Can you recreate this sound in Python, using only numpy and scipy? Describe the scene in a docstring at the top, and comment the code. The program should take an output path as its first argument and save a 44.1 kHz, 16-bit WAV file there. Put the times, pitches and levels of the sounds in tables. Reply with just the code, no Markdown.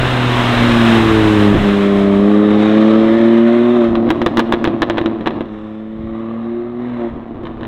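"""A six-cylinder sports car sweeps past on a country road, shifts up and pulls away, exhaust valves open.
Its note is a stack of harmonics of the firing rate; filtered pulses and noise add the rasp of the gas.
When the driver lifts, unburnt fuel burbles (uneven pulses) and bangs (shock fronts with a ringing pipe).
Far off the car pulls once more and lifts again. Shaped noise makes tyre roar, wind and low puffs;
a sine of wavering pitch is the turbo's whistle, and a wooded slope answers as a decaying noise echo."""
import sys
import numpy as np
from scipy import signal
from scipy.fft import rfft, irfft, next_fast_len
from scipy.io import wavfile
from scipy.ndimage import uniform_filter1d, map_coordinates

SR = 44100
rng = np.random.default_rng(int(sys.argv[2]) if len(sys.argv) > 2 else 0)


def output_pcm(signal):
    """Save a mono or channel-first signal as 16-bit PCM at the path in sys.argv[1].

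    Samples are clipped to [-1, 1] before scaling.
    """
    pcm = np.clip(np.atleast_2d(signal).T, -1, 1) * 32767
    wavfile.write(sys.argv[1], SR, np.round(pcm).astype(np.int16))


N = 338247

# the driver lifts off the throttle: start t/s, end t/s, flare just before/dB (below 0: a dip), note drop/dB,
# rasp drop/dB (below 0: a rise), burble level/dB, puff level/dB
LIFTS = [(1.55, 1.639, -1.5, 9.5, -1.5, -19, -15.5), (3.888, 5.47, 2.5, 12, 12, -19, -25),
         (7.107, 7.9, 10, 24.5, 13, -29, -31)]
# colour of low, buffeting air: f/Hz, relative level/dB
BUFFET = [(12, -6.5), (30, -2), (70, -1.5), (150, -4), (400, -16.5), (1500, -87)]
# the pass: moment of closest approach, distance then, speed
PASS_S, CLOSEST_M, SPEED_M_PER_S = 0.76, 15.6, 15.66
BEND_M = 57.6  # beyond this distance the car is round the bend and sounds duller


def amp(db):
    """Decibels to a plain factor."""
    return 10 ** (np.asarray(db) / 20)


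def unit(x):
    """x scaled to an rms of 1."""
    return x / np.sqrt(np.mean(x ** 2) + 1e-20)


def along(points, hz):
    """Values read between (frequency, value) points on a log frequency axis."""
    f, v = np.transpose(points)
    return np.interp(np.log(hz + 1), np.log(f + 1), v)


def curve(points):
    """One value per sample, in straight lines between (time, value) points."""
    s, v = np.transpose(points)
    return np.interp(np.arange(N) / SR, s, v)


def wobble(rate):
    """A smooth random curve with this many random knots a second."""
    knots = rng.standard_normal(int(N * rate / SR) + 4)
    return map_coordinates(knots, [np.arange(N) * rate / SR])


def step(at_s, width_s):
    """A smooth rise from 0 to 1 around at_s."""
    return .5 + .5 * np.tanh((np.arange(N) / SR - at_s) / (2 * width_s))


def swell(at_s, width_s):
    """A bell of height 1 around at_s."""
    return np.exp(-((np.arange(N) / SR - at_s) / width_s) ** 2)


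def coloured(x, spectrum, size=8192):
    """x through a filter of energy 1 with the given spectrum, which never sounds ahead of its input."""
    cepstrum = irfft(np.log(amp(along(spectrum, np.fft.rfftfreq(size, 1 / SR)))))
    # folding the second half onto the first makes the filter minimum phase
    cepstrum[1:size // 2] *= 2
    cepstrum[size // 2:] = 0
    response = irfft(np.exp(rfft(cepstrum)))
    return signal.fftconvolve(x, response / np.linalg.norm(response))[:len(x)]


def noise(spectrum):
    """Coloured noise of rms 1."""
    return unit(coloured(rng.standard_normal(N), spectrum))


def distance():
    """Metres from the car, on a straight line at steady speed, to the microphone."""
    return np.hypot(CLOSEST_M, SPEED_M_PER_S * (np.arange(N) / SR - PASS_S))


def beyond_bend():
    """Metres the car is beyond the bend, 0 before it."""
    return np.maximum(distance() - BEND_M, 0)


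def wind(level_db=-1, lumps_db=3):
    """Lumps of air press on the microphone: low noise of uneven strength, with gusts."""
    # low air noise, strong at the pass, then calm, rising again at the end: t/s, relative level/dB
    air_levels = [(0, -24), (1.45, -23), (1.8, -31.5), (3, -40), (6.9, -42), (7.67, -30)]
    # gusts: t/s, half length/s, relative level/dB
    gusts = [(0.588, 0.038, -26), (6.06, .07, -33)]
    strength = amp(curve(air_levels)) + sum(amp(db) * swell(s, width) for s, width, db in gusts)
    return amp(level_db) * strength * unit(noise(BUFFET) * amp(lumps_db * wobble(8)))


def woods(x):
    """Trunks scatter the sound back as a noise tail that builds up, then fades; the treble dies first."""
    # how long the slope answers: f/Hz, time to fall by 60 dB/s
    decay = [(150, 1), (1000, 0.95), (4000, 0.64), (10000, 0.59)]
    hz, t, z = signal.stft(rng.standard_normal(SR), SR, nperseg=256)
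    fade = amp(-60 * t / along(decay, hz)[:, None])
    build_up = 1 - np.exp(-t / 0.027)
    tail = signal.istft(z * fade * build_up, SR, nperseg=256)[1]
    return signal.fftconvolve(x, tail / np.linalg.norm(tail))[:N]


def tyres(near_db=-17.5, ground_loss_db_per_m=0.86, far_db=-61.5):
    """Tread roars on asphalt, loudest at the pass; distance and ground take it down to a faint hush."""
    # colour of the roar: f/Hz, relative level/dB
    road_colour = [(100,-5.5),(500,-4),(900,1),(1700,-1),(2300,-5.5),(3000,-6),(3950,-9.5),(4550,-24.5),(5050,-22),(5800,-26.5),(8300,-28.5),(10000,-34),(16000,-42.5)]
    r = distance()
    roar = amp(near_db - ground_loss_db_per_m * (r - CLOSEST_M)) * CLOSEST_M / r
    return np.hypot(roar, amp(far_db)) * amp(1.1 * wobble(12.5)) * noise(road_colour)


def turbo(pitch_hz=5060, level_db=-49, at_s=0.49, half_s=.4, waver=0.011):
    """A thin, unsteady whistle while the car faces the microphone: a sine with a wavering pitch."""
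    phase = 2 * np.pi * np.cumsum(pitch_hz * (1 + waver * wobble(300))) / SR
    return amp(level_db) * swell(at_s, half_s) * np.sin(phase)


def chuffs(half_s=0.068):
    """A low puff of air leaves the pipes as the throttle shuts."""
    puffs = sum(amp(db) * swell(start + half_s / 2, half_s) for start, *_, db in LIFTS)
    return noise(BUFFET) * puffs


def firings(cycles):
    """The sample at which each cylinder fires."""
    return np.flatnonzero(np.diff(np.floor(cycles)) > 0)


def pulse_train(at, offset_s, strength):
    """Single-sample pulses at the firings, each shifted by its offset."""
    pulses = np.zeros(N)
    pulses[np.clip(at + np.round(offset_s * SR).astype(int), 0, N - 1)] = strength
    return pulses


def burble(cycles, spread_db=4, scatter_s=.0012, rumble=0.75):
    """With the throttle shut the charges burn at uneven moments and strengths, rumbling in the pipe."""
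    # colour of the pipe: f/Hz, relative level/dB
    pipe = [(40,-35.5),(75,-12.5),(120,-5),(170,-12),(235,4),(280,-0.5),(340,2),(430,-10.5),(520,-10),(700,-9),(850,-17.5),(1100,-14.5),(1500,-28),(3900,-43),(4600,-55),(12000,-91)]
    at = firings(cycles)
    timing, strength = rng.standard_normal((2000, 2))[:len(at)].T
    pulses = pulse_train(at, scatter_s * timing, amp(spread_db * np.minimum(strength, 1)))
    flame = rumble * rng.standard_normal(N) * amp(3.2 * wobble(35))
    return unit(coloured(unit(pulses) + flame, pipe))


def pops(misfire, per_s=9, level_db=-5, boom_db=8.5, scatter_db=3):
    """Small pops at random moments in each lift, as (time, level, boom) rows that follow the burble's level."""
    rows = []
    for start, end, *_ in LIFTS:
        for slot in np.arange(start, end, 1 / per_s):
            s = slot + rng.random() / per_s
            chance_db = scatter_db * rng.normal()
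            if s < min(end, N / SR):
                db = 20 * np.log10(misfire[int(s * SR)] + 1e-9) + chance_db
                rows.append((s, db + level_db, db + boom_db))
    return rows


def bangs(rows, blast_db=1, boom_db=-5, crack_db=-21, steepening=0.66, flame=0.15, flame_t60=0.048,
          dull_db_per_m=0.8):
    """A shock front with its echoes and a ragged spit of flame; the pipe rings on below."""
    # returns of the shock along the pipe and off the road and guard rail: typical delay/s, typical gain
    echoes = [(.003,0.14),(.006,0.23),(.009,0.51),(0.017,.16),(0.021,.12)]
    # colour of the main blast: f/Hz, relative level/dB
    blast_colour = [(100,-12.5),(400,6),(800,4),(1050,7),(1330,-2),(1700,2.5),(2400,-7.5),(3200,-6),(3950,-7.5),(4600,-31),(7000,-42.5),(15000,-70)]
    # colour of the sharp crack on top: f/Hz, relative level/dB
    crack_colour = [(2500, -33.5), (4500, -3), (6000, -5.5), (8500, -14), (11000, -19), (16000, -12.5)]
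    # the tailpipe's ring: typical f/Hz, typical relative level/dB, time to fall by 60 dB/s
    ring_modes = [(80,-18.5,.09),(125,-24,.07),(236,-8,0.067),(336.2,13,0.07),(374,-11.5,0.039),(514,-0.5,0.096),(606,-6,0.065)]
    out, t = np.zeros(N + SR), np.arange(SR // 4) / SR
    beyond_m = beyond_bend()
    for s, db, low_db in rows:
        front = np.zeros(len(t))
        front[0] = 2
        front[round(abs(.0014 + .0003 * rng.normal()) * SR)] -= 1.4  # the suction after the front
        for delay, gain in echoes:
            front[round(delay * rng.uniform(.88, 1.12) * SR)] += 2 * gain * amp(2 * rng.normal())
        spit = flame * unit(rng.standard_normal(len(t)) ** 3) * amp(-60 * t / flame_t60)
        blast = coloured(front + spit, blast_colour)
        crack = coloured((front + spit) * amp(-60 * t / 0.19), crack_colour)
        ring = np.zeros(len(t))
        for hz, level, t60 in ring_modes:
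            fading = amp(level + rng.normal(0, 1.6) - 60 * t / t60)
            ring += fading * np.sin(2 * np.pi * hz * (1 + 0.016 * rng.normal()) * t)
        # strong, near shocks have steeper fronts
        sharp = amp(crack_db + steepening * db - dull_db_per_m * beyond_m[int(s * SR)])
        bang = amp(db + blast_db) * (blast / abs(blast).max() + sharp * crack / abs(crack).max())
        boom = amp(low_db + boom_db) * ring / abs(ring).max()
        out[round(s * SR):][:len(t)] += bang + boom
    return out[:N]


def patchy(x, depth_db=2.07):
    """Random patches of the rasp's spectrum swell and sink slowly."""
    z = signal.stft(x, nperseg=1024)[2]
    field = uniform_filter1d(rng.standard_normal(z.shape), size=4, axis=0)
    field = uniform_filter1d(field, size=20, axis=1)
    return signal.istft(z * amp(depth_db * unit(field)), nperseg=1024)[1][:N]


def rasp(cycles, turbulence=0.81, depth=0.19, scatter_db=2.0, spit_db=1.5, edge=0.23):
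    """Each cylinder's sharp pulse, with a puff of turbulent gas, through the pipes."""
    # colour of the rasp's body: f/Hz, relative level/dB
    body_colour = [(60,-26.5),(170,-1),(280,9.5),(450,1.5),(700,3.5),(900,-1.5),(1150,3),(1480,-9.5),(1750,-5.5),(2400,-16.5),(3900,-21),(4600,-52),(12000,-82.5)]
    # colour of its treble: f/Hz, relative level/dB
    sizzle_colour = [(500,-27),(1400,4.5),(1750,3.5),(2400,-0.5),(3100,-0.5),(3700,0.5),(4050,-6),(4600,-20),(5100,-19),(6200,-24),(8800,-29),(11000,-41.5),(16000,-53.5)]
    # treble against the body: t/s, level/dB
    treble = [(0, -3), (.3, -3.5), (.9, -3.5), (1.5, -22.5), (1.7, -3.5), (2.1, -14.5), (2.45, -14.5),
              (2.6, -6.5), (3.3, -9.5), (3.8, -13), (4.2, -8), (5.7, -12.5), (6.3, -20), (7.67, -21)]
    at = firings(cycles)
    cylinder = np.arange(len(at)) % 6
    strength_db = np.array([3.0, -7, -0.5, 5, 0.0, 2])[cylinder]
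    lag_s = np.array([0, 0.0042, -0.0042, .0004, -.0002, 0.0045])[cylinder]  # unequal runners
    scatter = scatter_db * rng.standard_normal(len(at))
    pulses = pulse_train(at, lag_s, amp(strength_db + scatter))
    gate = (1 + depth * np.cos(2 * np.pi * cycles)) * amp(spit_db * wobble(110))
    puffs = unit(rng.standard_normal((2, N)) * gate)
    body = unit(coloured(0.6 * unit(pulses) + turbulence * puffs[0], body_colour))
    sizzle = unit(coloured(edge * unit(pulses) + puffs[1], sizzle_colour))
    return body + sizzle * amp(curve(treble))


def throttle(shut_time_s=0.014, flare_lead_s=.075, flare_s=.055, flare_rasp_share=0.42, stumble_db=4,
             burble_fade_db_per_s=2.5):
    """Each lift: a brief flare or dip, then the note drops, the rasp changes and a fading burble takes over."""
    # level shared by note and rasp, rising at the end: t/s, relative level/dB
    exhaust = [(0, -11), (.6, -10.5), (1.05, -12.5), (1.5, -11.5), (1.8, -14.5), (2.3, -11.5),
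               (3.75, -12.5), (5.05, -17), (5.5, -27.5), (5.88, -30), (6.2, -23.5), (6.62, -25),
               (6.73, -26), (6.84, -21.5), (7.05, -22), (7.67, -15)]
    t = np.arange(N) / SR
    note_db = rasp_db = curve(exhaust)
    flare_db = misfire = np.zeros(N)
    for start, end, flare, note_drop, rasp_drop, burble_db, _ in LIFTS:
        shut = step(start, shut_time_s) * (1 - step(end, shut_time_s))
        # the note is unsteady with the throttle shut
        note_db = note_db - (note_drop + stumble_db * wobble(16)) * shut
        rasp_db = rasp_db - rasp_drop * shut
        flare_db = flare_db + flare * swell(start - flare_lead_s, flare_s)
        misfire = misfire + shut * amp(burble_db - burble_fade_db_per_s * np.maximum(t - start, 0))
    return note_db, rasp_db + flare_rasp_share * flare_db, flare_db, misfire


def harmonics(rate_hz, note_db, flare_db, count=6, flare_tilt=0.87, waver_db=.35, waver_db_per_m=0.0329):
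    """Level of each harmonic as it slides through the pipes' resonances, leaves the car's shadow and dulls."""
    # the pipes' effect on the note: f/Hz, relative level/dB
    note_colour = [(100, -16.5), (120, -20.5), (198, 0.5), (240, 0), (296, -11), (312, -2.5), (335, -1),
                   (360, -0.5), (400, -3.5), (420, -8), (442, -12.5), (470, -27.5), (500, -15), (550, -9),
                   (595, -10.5), (630, -25.5), (720, -24.5)]
    # reflections weaken or strengthen one harmonic for a moment: t/s, half length/s, f/Hz, gain/dB
    reflections = [(0.56, 0.095, 360, -8.5), (1.117, 0.21, 440, 9), (1.209, 0.16, 215, -9),
                   (1.3, 0.39, 320, 1.5), (5.068, 0.13, 337, 5), (6.387, .045, 344.8, -17.5),
                   (6.585, 0.1, 351, 8.5), (6.643, 0.1, 236, -3), (6.914, 0.058, 367, -12),
                   (7.063, 0.041, 345, 4.5), (7.05, 0.058, 699.4, 15)]
    fade_width_hz = 31
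    # coming on, the car hides its tailpipes; the lower harmonics bend round it first
    shadow_db, emerge_s, emerge_s_per_octave, emerge_width_s = 16, 0.49, 0.57, 0.13
    # the fundamental booms until the tail turns to the microphone
    boom_db, turn_s, turn_width_s = 12.5, 1.58, 0.044
    dull_db_per_m_octave = .15  # beyond the bend the upper harmonics are screened off
    levels_db, beyond_m = [], beyond_bend()
    fades = [(hz, db * swell(s, width)) for s, width, hz, db in reflections]
    for k in range(1, count + 1):
        octaves = np.log2(k / 2)  # counted from the second harmonic
        if k == 1:
            aspect_db = boom_db * (1 - step(turn_s, turn_width_s))
        else:
            out_of_shadow = step(emerge_s + emerge_s_per_octave * octaves, emerge_width_s)
            aspect_db = -shadow_db * (1 - out_of_shadow)
        tilt_db = octaves * (flare_tilt * flare_db - dull_db_per_m_octave * beyond_m)
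        fade_db = sum(db * np.exp(-((k * rate_hz - hz) / fade_width_hz) ** 2) for hz, db in fades)
        unsteady_db = (waver_db + waver_db_per_m * beyond_m) * wobble(5)
        pipe_db = along(note_colour, k * rate_hz)
        levels_db.append(note_db + pipe_db + aspect_db + tilt_db + fade_db + unsteady_db)
    return levels_db


def drone(cycles, levels_db, uneven=0.078, bank=0.015, flutter=0.0058, drift=.04):
    """Harmonics of the firing rate, rougher as they go up; unequal cylinders add crank and cam sidebands."""
    out = np.zeros(N)
    for k, level_db in enumerate(levels_db, 1):
        phase = 2 * np.pi * (k * cycles + rng.random()) + drift * k * wobble(25)
        roughness = 1 + flutter * k ** 1.2 * wobble(70)
        out += amp(level_db) * np.sqrt(2) * np.sin(phase) * roughness
    crank = 2 * np.pi * cycles / 3  # three firings to a turn of the crank
    return out * (1 + uneven * np.sin(crank) + bank * np.sin(crank / 2))


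def scene():
    """One firing rate and one throttle drive note, rasp and crackle; the slope answers over tyres and wind."""
    # the engine's pitch as it reaches the microphone: t/s, firing rate f/Hz
    firing = [(0, 127.6), (.25, 122.8), (.72, 117.9), (1.5, 102.3), (1.85, 100.1), (2.18, 99.6),
              (2.3, 103.7), (2.5, 104.5), (2.85, 109), (3.1, 111.6), (3.18, 114.2), (3.4, 115.6),
              (3.75, 121.2), (3.87, 114.4), (4.3, 116.3), (5, 111.6), (5.5, 106), (6.3, 113.5),
              (6.9, 122.6), (7.1, 114.5)]
    # bangs in the pipes: t/s, relative level/dB, relative boom level/dB
    bang_rows = [(1.549, -12.5, 4.5), (3.954, -8, -6), (4.091, -13, -1.5), (4.104, 0.5, 3.5),
                 (4.217, -4.5, 0), (4.263, 0, 5), (4.372, 1, -3), (4.381, -6, 1.5), (4.394, 2.5, -3),
                 (4.524, 0.5, -6), (4.538, -6.5, 4.5), (4.643, -0.5, -1.5), (4.652, -3.5, -16.5),
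                 (4.675, -7.5, 4.5), (4.82, 2, 1), (4.83, -3.5, -12), (4.899, -1, -1), (4.973, -10, -10),
                 (4.982, -2, -5.5), (5.014, -13.5, -0.5), (5.06, -6, -2.5), (5.26, -8.5, -9),
                 (5.266, -9, -9), (5.273, -1.5, -15.5), (5.308, -18.5, -7), (5.408, -16, -4.5),
                 (7.409, -38, -32), (7.436, -31, -10.5), (7.454, -19, -28), (7.469, -18, -16.5),
                 (7.61, -23.5, -16), (7.632, -15.5, -14.5), (7.652, -17.5, -21)]
    rate_hz = curve(firing)
    cycles = np.cumsum(rate_hz) / SR
    note_db, rasp_db, flare_db, misfire = throttle()
    air = tyres() + wind() + chuffs() + turbo()
    crackle = misfire * burble(cycles) + bangs(list(bang_rows) + pops(misfire))
    gas = amp(rasp_db - 11.5) * patchy(rasp(cycles))
    note = drone(cycles, harmonics(rate_hz, note_db, flare_db))
    # the slope's share of the crackle grows with distance
    crackle_to_woods = amp(-29.5 + 0.1761 * distance()) * crackle
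    answer = woods(crackle_to_woods + amp(-7.0) * gas + amp(-19.5) * note)
    return (note + gas + crackle + answer + air)[None]


def record(dry, top_hz=15900):
    """The loudest peaks are rounded off near full scale; then nothing is kept above the band limit."""
    clipped = dry / (1 + np.abs(dry) ** 8) ** (1 / 8)
    m = next_fast_len(N + SR // 2)
    return irfft(rfft(clipped, m) * (np.fft.rfftfreq(m, 1 / SR) < top_hz), m)[..., :N]


dry = scene()
out = record(dry)
output_pcm(out)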